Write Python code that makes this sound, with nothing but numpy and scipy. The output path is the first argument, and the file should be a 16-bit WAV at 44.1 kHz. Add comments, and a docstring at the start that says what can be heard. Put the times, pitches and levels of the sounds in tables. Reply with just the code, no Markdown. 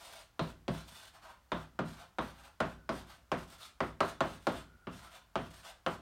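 """Chalk scrapes softly on a wall-hung blackboard, over faint hum and hiss in a small, bare room.
Someone is printing capitals: the tip drags in tiny slips and sometimes catches in a brief rasp.
Many strokes land with a tap whose bending waves cross the panel, treble first and bass last.
A few taps bump the loose panel against the wall or set its metal frame ringing."""
import sys
import numpy as np
from scipy import signal
from scipy.fft import rfft, irfft, next_fast_len
from scipy.io import wavfile
from scipy.ndimage import map_coordinates

SR = 44100
rng = np.random.default_rng(int(sys.argv[2]) if len(sys.argv) > 2 else 0)


def unload_audio(sound):
    """Save the sound as a 16-bit wav file, at the path given as the first command line argument."""
    columns = np.transpose(np.atleast_2d(sound))
    # keep every value between -1 and 1, then stretch to whole-number steps
    steps = np.round(np.clip(columns, -1, 1) * 32767)
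    wavfile.write(sys.argv[1], SR, steps.astype(np.int16))


N = 265041


def amp(db):
    """Decibels to gain."""
    return 10 ** (np.asarray(db) / 20)


def unit_rms(x):
    """Scale to rms 1."""
    return x / np.sqrt(np.mean(x ** 2) + 1e-20)


def curve_at(points, hz):
    """Interpolate (Hz, value) points on a log axis."""
    point_hz, values = np.transpose(points)
    return np.interp(np.log(hz + 1), np.log(point_hz), values)


def add(track, start_s, sound):
    """Mix a sound into the track."""
    start = round(start_s * SR)
    part = sound[max(-start, 0):max(N - start, 0)]
    track[max(start, 0):][:len(part)] += part


def wobble(rate_hz, size):
    """Smooth random curve, rate_hz knots a second."""
    return map_coordinates(rng.standard_normal(4096), [np.arange(size) * rate_hz / SR], mode="mirror")


def second_axes():
    """Time and frequency axes of one second."""
    return np.arange(SR) / SR, np.fft.rfftfreq(SR, 1 / SR)


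def waveform(spectrum):
    """Spectrum to one second of sound, faded out at the end."""
    return irfft(spectrum) * np.clip(4 - 5 * second_axes()[0], 0, 1)


def minimum_phase(gain_db):
    """Causal response with this gain."""
    cepstrum = irfft(np.log(amp(gain_db)))
    cepstrum[1:SR // 2] *= 2
    cepstrum[SR // 2 + 1:] = 0
    return np.exp(rfft(cepstrum))


def peaks_db(rows, hz):
    """Summed gain of (Hz, width Hz, dB) resonances."""
    return sum(db / (1 + (2 * (hz - centre) / width) ** 2) for centre, width, db in rows)


def response_db(bands, controls_db, hz):
    """Each band follows each control with its own slope."""
    return curve_at([(centre, db + np.dot(slopes, controls_db)) for centre, db, *slopes in bands], hz)


def noise_band(centre_hz, width_hz):
    """One second of noise through a resonance, rms 1."""
    hz = second_axes()[1]
    return unit_rms(irfft(rfft(rng.standard_normal(SR)) / (1 + (2 * (hz - centre_hz) / width_hz) ** 2)))


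def burst(t60_s):
    """Spectrum of a dying noise burst, energy 1."""
    noise = rng.standard_normal(SR) * amp(-60 * second_axes()[0] / t60_s)
    return rfft(noise / np.linalg.norm(noise))


# Room decay. Each row: frequency in Hz, t60 in seconds.
ROOM_DECAY = [(60, 0.88), (160, 0.57), (420, 0.28), (1100, 0.29), (3000, 0.31), (8000, 0.25), (16000, 0.14)]
def room_tail(build_up_s):
    """Spectrum of a diffuse tail; each frequency dies at its own rate."""
    hz, t, noise = signal.stft(rng.standard_normal(SR), SR, nperseg=256)
    decay = amp(-60 * t / curve_at(ROOM_DECAY, hz)[:, None])
    tail = signal.istft(noise * decay, SR, nperseg=256)[1][:SR]
    tail *= 1 - np.exp(-second_axes()[0] / build_up_s)
    return rfft(tail / np.linalg.norm(tail))


def slips(speed, grain_db=4.0, judder_db=3.5):
    """Spectrum of countless tiny, uneven slips of the tip."""
    noise = rng.standard_normal(SR)
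    roughness = amp(grain_db * wobble(2500, SR) + judder_db * wobble(88.6, SR))
    return rfft(unit_rms(noise * roughness) * speed)


# Strokes without a tap. Each row: start in seconds, length in seconds, speed in dB, pressure in dB.
STROKES = [(-0.045, 0.28, 2.5, -2.5), (0.848, 0.16, 2.5, -5), (0.998, 0.1, 1.5, -4.5),
           (1.133, 0.041, -2.5, -0.5), (1.212, 0.11, -4, 1), (1.841, 0.12, -1.5, -3),
           (1.962, 0.073, -2.5, 0.5), (2.334, 0.15, -3.5, -3.5), (3.06, 0.1, -3.5, -3),
           (3.471, 0.093, 0.5, -5), (3.578, 0.094, 3, -2.5), (4.391, 0.087, -7.5, -13),
           (4.912, 0.093, 0, -3.5), (5.014, 0.065, 0, 0), (5.103, 0.081, 0.5, 0), (5.498, 0.12, -1, -5.5),
           (5.63, 0.084, 3.5, 1.5)]
# Drag spectrum. Each row: frequency in Hz, gain in dB.
DRAG_COLOUR = [(40, -20), (180, -4.5), (450, -2.5), (650, 8.5), (900, 8.5), (1400, 8), (2100, 1),
               (2900, 2.5), (4500, 1), (7600, 0.5), (9000, 2.5), (10200, -3.5), (12500, -1), (16000, -8.5)]
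# Speed brings out hiss, pressure the panel's drone.
# Each row: frequency in Hz, gain in dB, dB per dB of speed, dB per dB of pressure.
DRAG_RESPONSE = [(1200, -54.5, 0.23, 1), (3450, -55, 0.96, 0.23), (8800, -63, 1.16, -0.05)]
# Panel resonances, also heard in taps. Each row: centre in Hz, width in Hz, gain in dB.
PANEL_PEAKS = [(240, 26, 3), (378.6, 26, 4), (448, 22, -9), (531, 44, 3), (671, 57, 4.5), (743, 27, -1.5),
               (837, 20, 2), (967, 24, 2.5), (1034, 16, 3), (1094, 24, 0.5), (1242, 50, 2), (1385, 54, 4),
               (1548, 90, 3), (1990, 98, 1.5)]
# Chalk stick resonances. Each row: centre in Hz, width in Hz, gain in dB.
STICK_PEAKS = [(3060, 260, 0.5), (3484, 115, 4), (4390, 130, 4), (8860, 300, 5)]
def drags(swell_power=0.32, settle_s=0.008):
    """Chalk crumbles along each stroke, loudest where the hand moves fastest."""
    t, hz = second_axes()
    out = np.zeros(N)
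    resonance_db = peaks_db(PANEL_PEAKS + STICK_PEAKS, hz)
    # After each tap the tip settles, then is pulled down the board.
    downstrokes = [(tap_s + settle_s, length_s, speed_db, 0) for tap_s, *_, length_s, speed_db in TAPS]
    for start_s, length_s, speed_db, pressure_db in downstrokes + STROKES:
        speed = np.abs(np.sin(np.pi * np.clip(t / length_s, 0, 1))) ** swell_power
        drive_db = response_db(DRAG_RESPONSE, [speed_db, pressure_db], hz)
        colour = minimum_phase(curve_at(DRAG_COLOUR, hz) + drive_db + resonance_db)
        direct = amp(-5) * slips(speed)
        panel = amp(-8.5) * slips(speed) * burst(t60_s=0.052)
        room = amp(-0.5) * slips(speed) * room_tail(build_up_s=0.0013)
        add(out, start_s, waveform((direct + panel + room) * colour))
    return out


# Room noise spectrum. Each row: frequency in Hz, relative density in dB.
AIR_COLOUR = [(20, -17), (50, 2), (130, -10), (400, -22.5), (700, -18.5), (1400, -18.5), (2500, -27),
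              (5000, -29.5), (10000, -34.5), (16000, -35.5)]
# Hum. Each row: frequency in Hz, rms level in dB.
HUM_TONES = [(59.5, -78)]
def background(air_db=-68):
    """Soft room noise with a low, wavering hum."""
    t, hz = np.arange(N) / SR, np.fft.rfftfreq(N, 1 / SR)
    air = irfft(rfft(rng.standard_normal(N)) * amp(curve_at(AIR_COLOUR, hz)), N)
    out = amp(air_db) * unit_rms(air)
    for hum_hz, level_db in HUM_TONES:
        peak = np.sqrt(2) * amp(level_db + 1.1 * wobble(3.0, N))
        out += peak * np.sin(2 * np.pi * hum_hz * t + 1.4 * wobble(22, N))
    return out


# Stick catches. Each row: midpoint in seconds, length in seconds, centre in Hz, width in Hz, level in dB.
CATCHES = [(0.124, 0.23, 670, 160, -59.5), (1.278, 0.093, 990, 400, -58), (3.629, 0.04, 3860, 900, -54.5),
           (4.095, 0.084, 3900, 500, -62), (5.67, 0.069, 3400, 400, -65)]
def catches():
    """Slips briefly lock onto one resonance of stick and panel: a half-pitched rasp."""
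    t = second_axes()[0]
    out = np.zeros(N)
    for middle_s, length_s, centre_hz, width_hz, level_db in CATCHES:
        rasp = noise_band(centre_hz, width_hz) * np.sin(np.pi * np.clip(t / length_s, 0, 1))
        direct_and_room = amp(-1.5) + amp(-5) * room_tail(build_up_s=0.0013)
        add(out, middle_s - length_s / 2, amp(level_db) * waveform(rfft(rasp) * direct_and_room))
    return out


def bending_wave(travel_s, hz):
    """Speed grows with the root of frequency, so a click becomes a falling chirp."""
    return np.exp(-4j * np.pi * travel_s * np.sqrt(300 * hz))


# Echo paths via the panel's edges. Each row: travel time at 300 Hz in seconds, gain in dB.
EDGE_PATHS = [(.0075, -2.5), (.019, -3), (.034, -10), (.050, -4), (.071, -10.5)]
def edge_echoes(hz, loss_db_per_s_hz=0.36):
    """Spectrum of edge reflections; each struck spot has its own distances."""
    return sum(amp(db - loss_db_per_s_hz * travel_s * hz)
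               * bending_wave(travel_s * rng.normal(1, 0.026), hz) for travel_s, db in EDGE_PATHS)


def impact(hz, chatter_cut_hz=1200, direct_cut_hz=700, diffuse_cut_hz=200):
    """Spectrum of one blow: the tip chatters, the spot radiates, echoes blur into a tail."""
    echoes = edge_echoes(hz)
    direct = amp(-3) * bending_wave(0.001492, hz) * hz / (hz + direct_cut_hz)
    chatter = amp(0.5) * burst(t60_s=0.034) * hz / (hz + chatter_cut_hz)
    panel = amp(-5) * burst(t60_s=0.059) / (1 + hz / 3000)
    room = amp(-1.5) * room_tail(build_up_s=0.0014) / (1 + hz / 14000)
    diffuse = (panel + room) * bending_wave(0.007, hz) * hz / (hz + diffuse_cut_hz)
    return chatter + (direct + echoes) / (1 + hz / 6000) + diffuse


def ringing(modes, rise_s):
    """Damped (Hz, dB, t60 s) modes at slightly random strengths, faded out by one second."""
    t = second_axes()[0]
    tones = np.zeros(SR)
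    for hz, level_db, t60_s in modes:
        envelope = amp(level_db + rng.normal(0, 1.64) - 60 * t / t60_s)
        tones += envelope * np.sin(2 * np.pi * hz * t + rng.uniform(0, 2 * np.pi))
    return tones * (1 - np.exp(-t / rise_s)) * (1 - t ** 2)


# Chalk landings. Each row: start in seconds, force in dB, hollowness in dB, snap pitch in Hz,
# snap boost in dB, downstroke length in seconds, downstroke speed in dB.
TAPS = [(0.3933, -1.5, 0.7, 4020, 12, 0.12, 0.5), (0.6807, -3, 3, 4600, 4, 0.13, 2),
        (1.5183, -1, -3.5, 3600, 12.5, 0.115, -2.5), (1.7903, -3.5, 1.7, 1370, 3.5, 0.13, -10),
        (2.1848, -1, -3.5, 3750, 9, 0.117, 1), (2.6034, 2.5, 0.9, 1730, 4, 0.12, -3.5),
        (2.8916, -1, 0.5, 5040, 7, 0.12, 0.5), (3.3172, 1.5, 0, 2180, 4, 0.12, -0.5),
        (3.8045, 1, -2, 2050, 4.5, 0.07, 0.5), (4.005, 6.5, -4, 4270, 5.5, 0.095, 4),
        (4.2063, 4.5, -1.3, 3020, 3.5, 0.15, 0), (4.4691, 3.5, 1.5, 3800, 2.5, 0.14, 3),
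        (4.8703, -12, -1.2, 2820, 5, 0.05, -11), (5.356, -0.5, -0.5, 3140, 6, 0.12, -2.5),
        (5.8635, 1.5, -2.5, 3110, 6, 0.076, 2)]
# Average tap spectrum. Each row: frequency in Hz, gain in dB.
TAP_COLOUR = [(25, -1), (55, 3.5), (110, 8), (170, 14), (330, 13), (600, 9.5), (1300, 8), (2100, -2.5),
              (3300, -6.5), (5000, -14.5), (7500, -22), (9000, -24), (11000, -33), (16000, -37)]
# A firm blow rings and ticks, a hollow spot thuds.
# Each row: frequency in Hz, gain in dB, dB per dB of force, dB per dB of hollowness.
TAP_RESPONSE = [(203, -2.5, 0.24, 0.75), (620, -1.5, 1.1, 0.22), (1250, -3, 0.98, -0.85),
                (3270, -2, 0.85, 0.45), (10000, -2.5, 1.5, 0.76)]
# Low modes of panel and room. Each row: frequency in Hz, relative level in dB, t60 in seconds.
THUD_MODES = [(59.65, -8, 0.79), (96.8, -10.5, 0.76), (154.9, -7, 0.55), (176.8, -4.5, 0.33),
              (243.7, -9, .38)]
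def taps(spot_hz=(595, 1004), spot_width_hz=130, spot_db=3.5, spot_rise_per_s=0.024,
         snap_width_hz=800, thud_db=-36.5):
    """The tip strikes the panel: a knock, the stick's snap and a low thud."""
    hz = second_axes()[1]
    out = np.zeros(N)
    for start_s, force_db, hollow_db, snap_hz, snap_db, *_ in TAPS:
        strength_db = response_db(TAP_RESPONSE, [force_db, hollow_db], hz)
        # The spot's resonances rise as the hand moves along the line; grip and angle tune the snap.
        spot = [(centre * (1 + spot_rise_per_s * start_s), spot_width_hz, spot_db) for centre in spot_hz]
        snap = [(snap_hz, snap_width_hz, snap_db)]
        resonance_db = peaks_db(PANEL_PEAKS + spot + snap, hz)
        colour = minimum_phase(curve_at(TAP_COLOUR, hz) + strength_db + resonance_db)
        blow = waveform(colour * impact(hz))
        thud = amp(thud_db + strength_db[0]) * ringing(THUD_MODES, rise_s=0.024)
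        add(out, start_s, blow + thud)
    return out


# Panel hits the wall. Each row: time in seconds, push peak in dB, boom level in dB.
WALL_BUMPS = [(0.422, -30, -43), (0.709, -29.5, -36), (1.548, -36, -43), (1.82, -29, -32.5)]
def wall_bumps(push_hz=165, width_s=0.0067, boom_hz=160.6, boom_t60_s=0.32):
    """Tapped near a corner, the loose panel meets the wall: a dull push of air, then a short boom."""
    out, t = np.zeros(N), np.arange(N) / SR
    for time_s, push_db, boom_db in WALL_BUMPS:
        envelope = amp(push_db) * np.exp(-((t - time_s) / width_s) ** 2)
        out += envelope * np.cos(2 * np.pi * push_hz * (t - time_s))
        add(out, time_s, amp(boom_db) * ringing([(boom_hz, 0, boom_t60_s)], rise_s=0.011))
    return out


# Metal frame rings. Each row: start in seconds, centre in Hz, level in dB, t60 in seconds before the fade.
FRAME_RINGS = [(2.601, 1470, -56, 0.86), (4.469, 1420, -66.5, 6.6)]
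def frame_rings(width_hz=110):
    """Close modes of the frame's rails blur into one faint band, faded out by one second."""
    t = second_axes()[0]
    out = np.zeros(N)
    for start_s, centre_hz, level_db, t60_s in FRAME_RINGS:
        envelope = amp(level_db - 60 * t / t60_s) * (1 - t ** 2)
        add(out, start_s, noise_band(centre_hz, width_hz) * envelope)
    return out


def scene():
    """Writing on the board, heard in mono from a few steps behind."""
    return (drags() + background() + catches() + taps() + wall_bumps() + frame_rings())[None]


def record(dry, low_cut_hz=30, top_hz=16200):
    """The microphone sheds the deepest bass and everything above its band limit."""
    low_cut = signal.butter(3, low_cut_hz, "highpass", fs=SR, output="sos")
    size = next_fast_len(N + SR)
    spectrum = rfft(signal.sosfilt(low_cut, dry), size)
    in_band = np.fft.rfftfreq(size, 1 / SR) < top_hz
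    return irfft(spectrum * in_band, size)[:, :N]


dry = scene()
out = record(dry)
unload_audio(out)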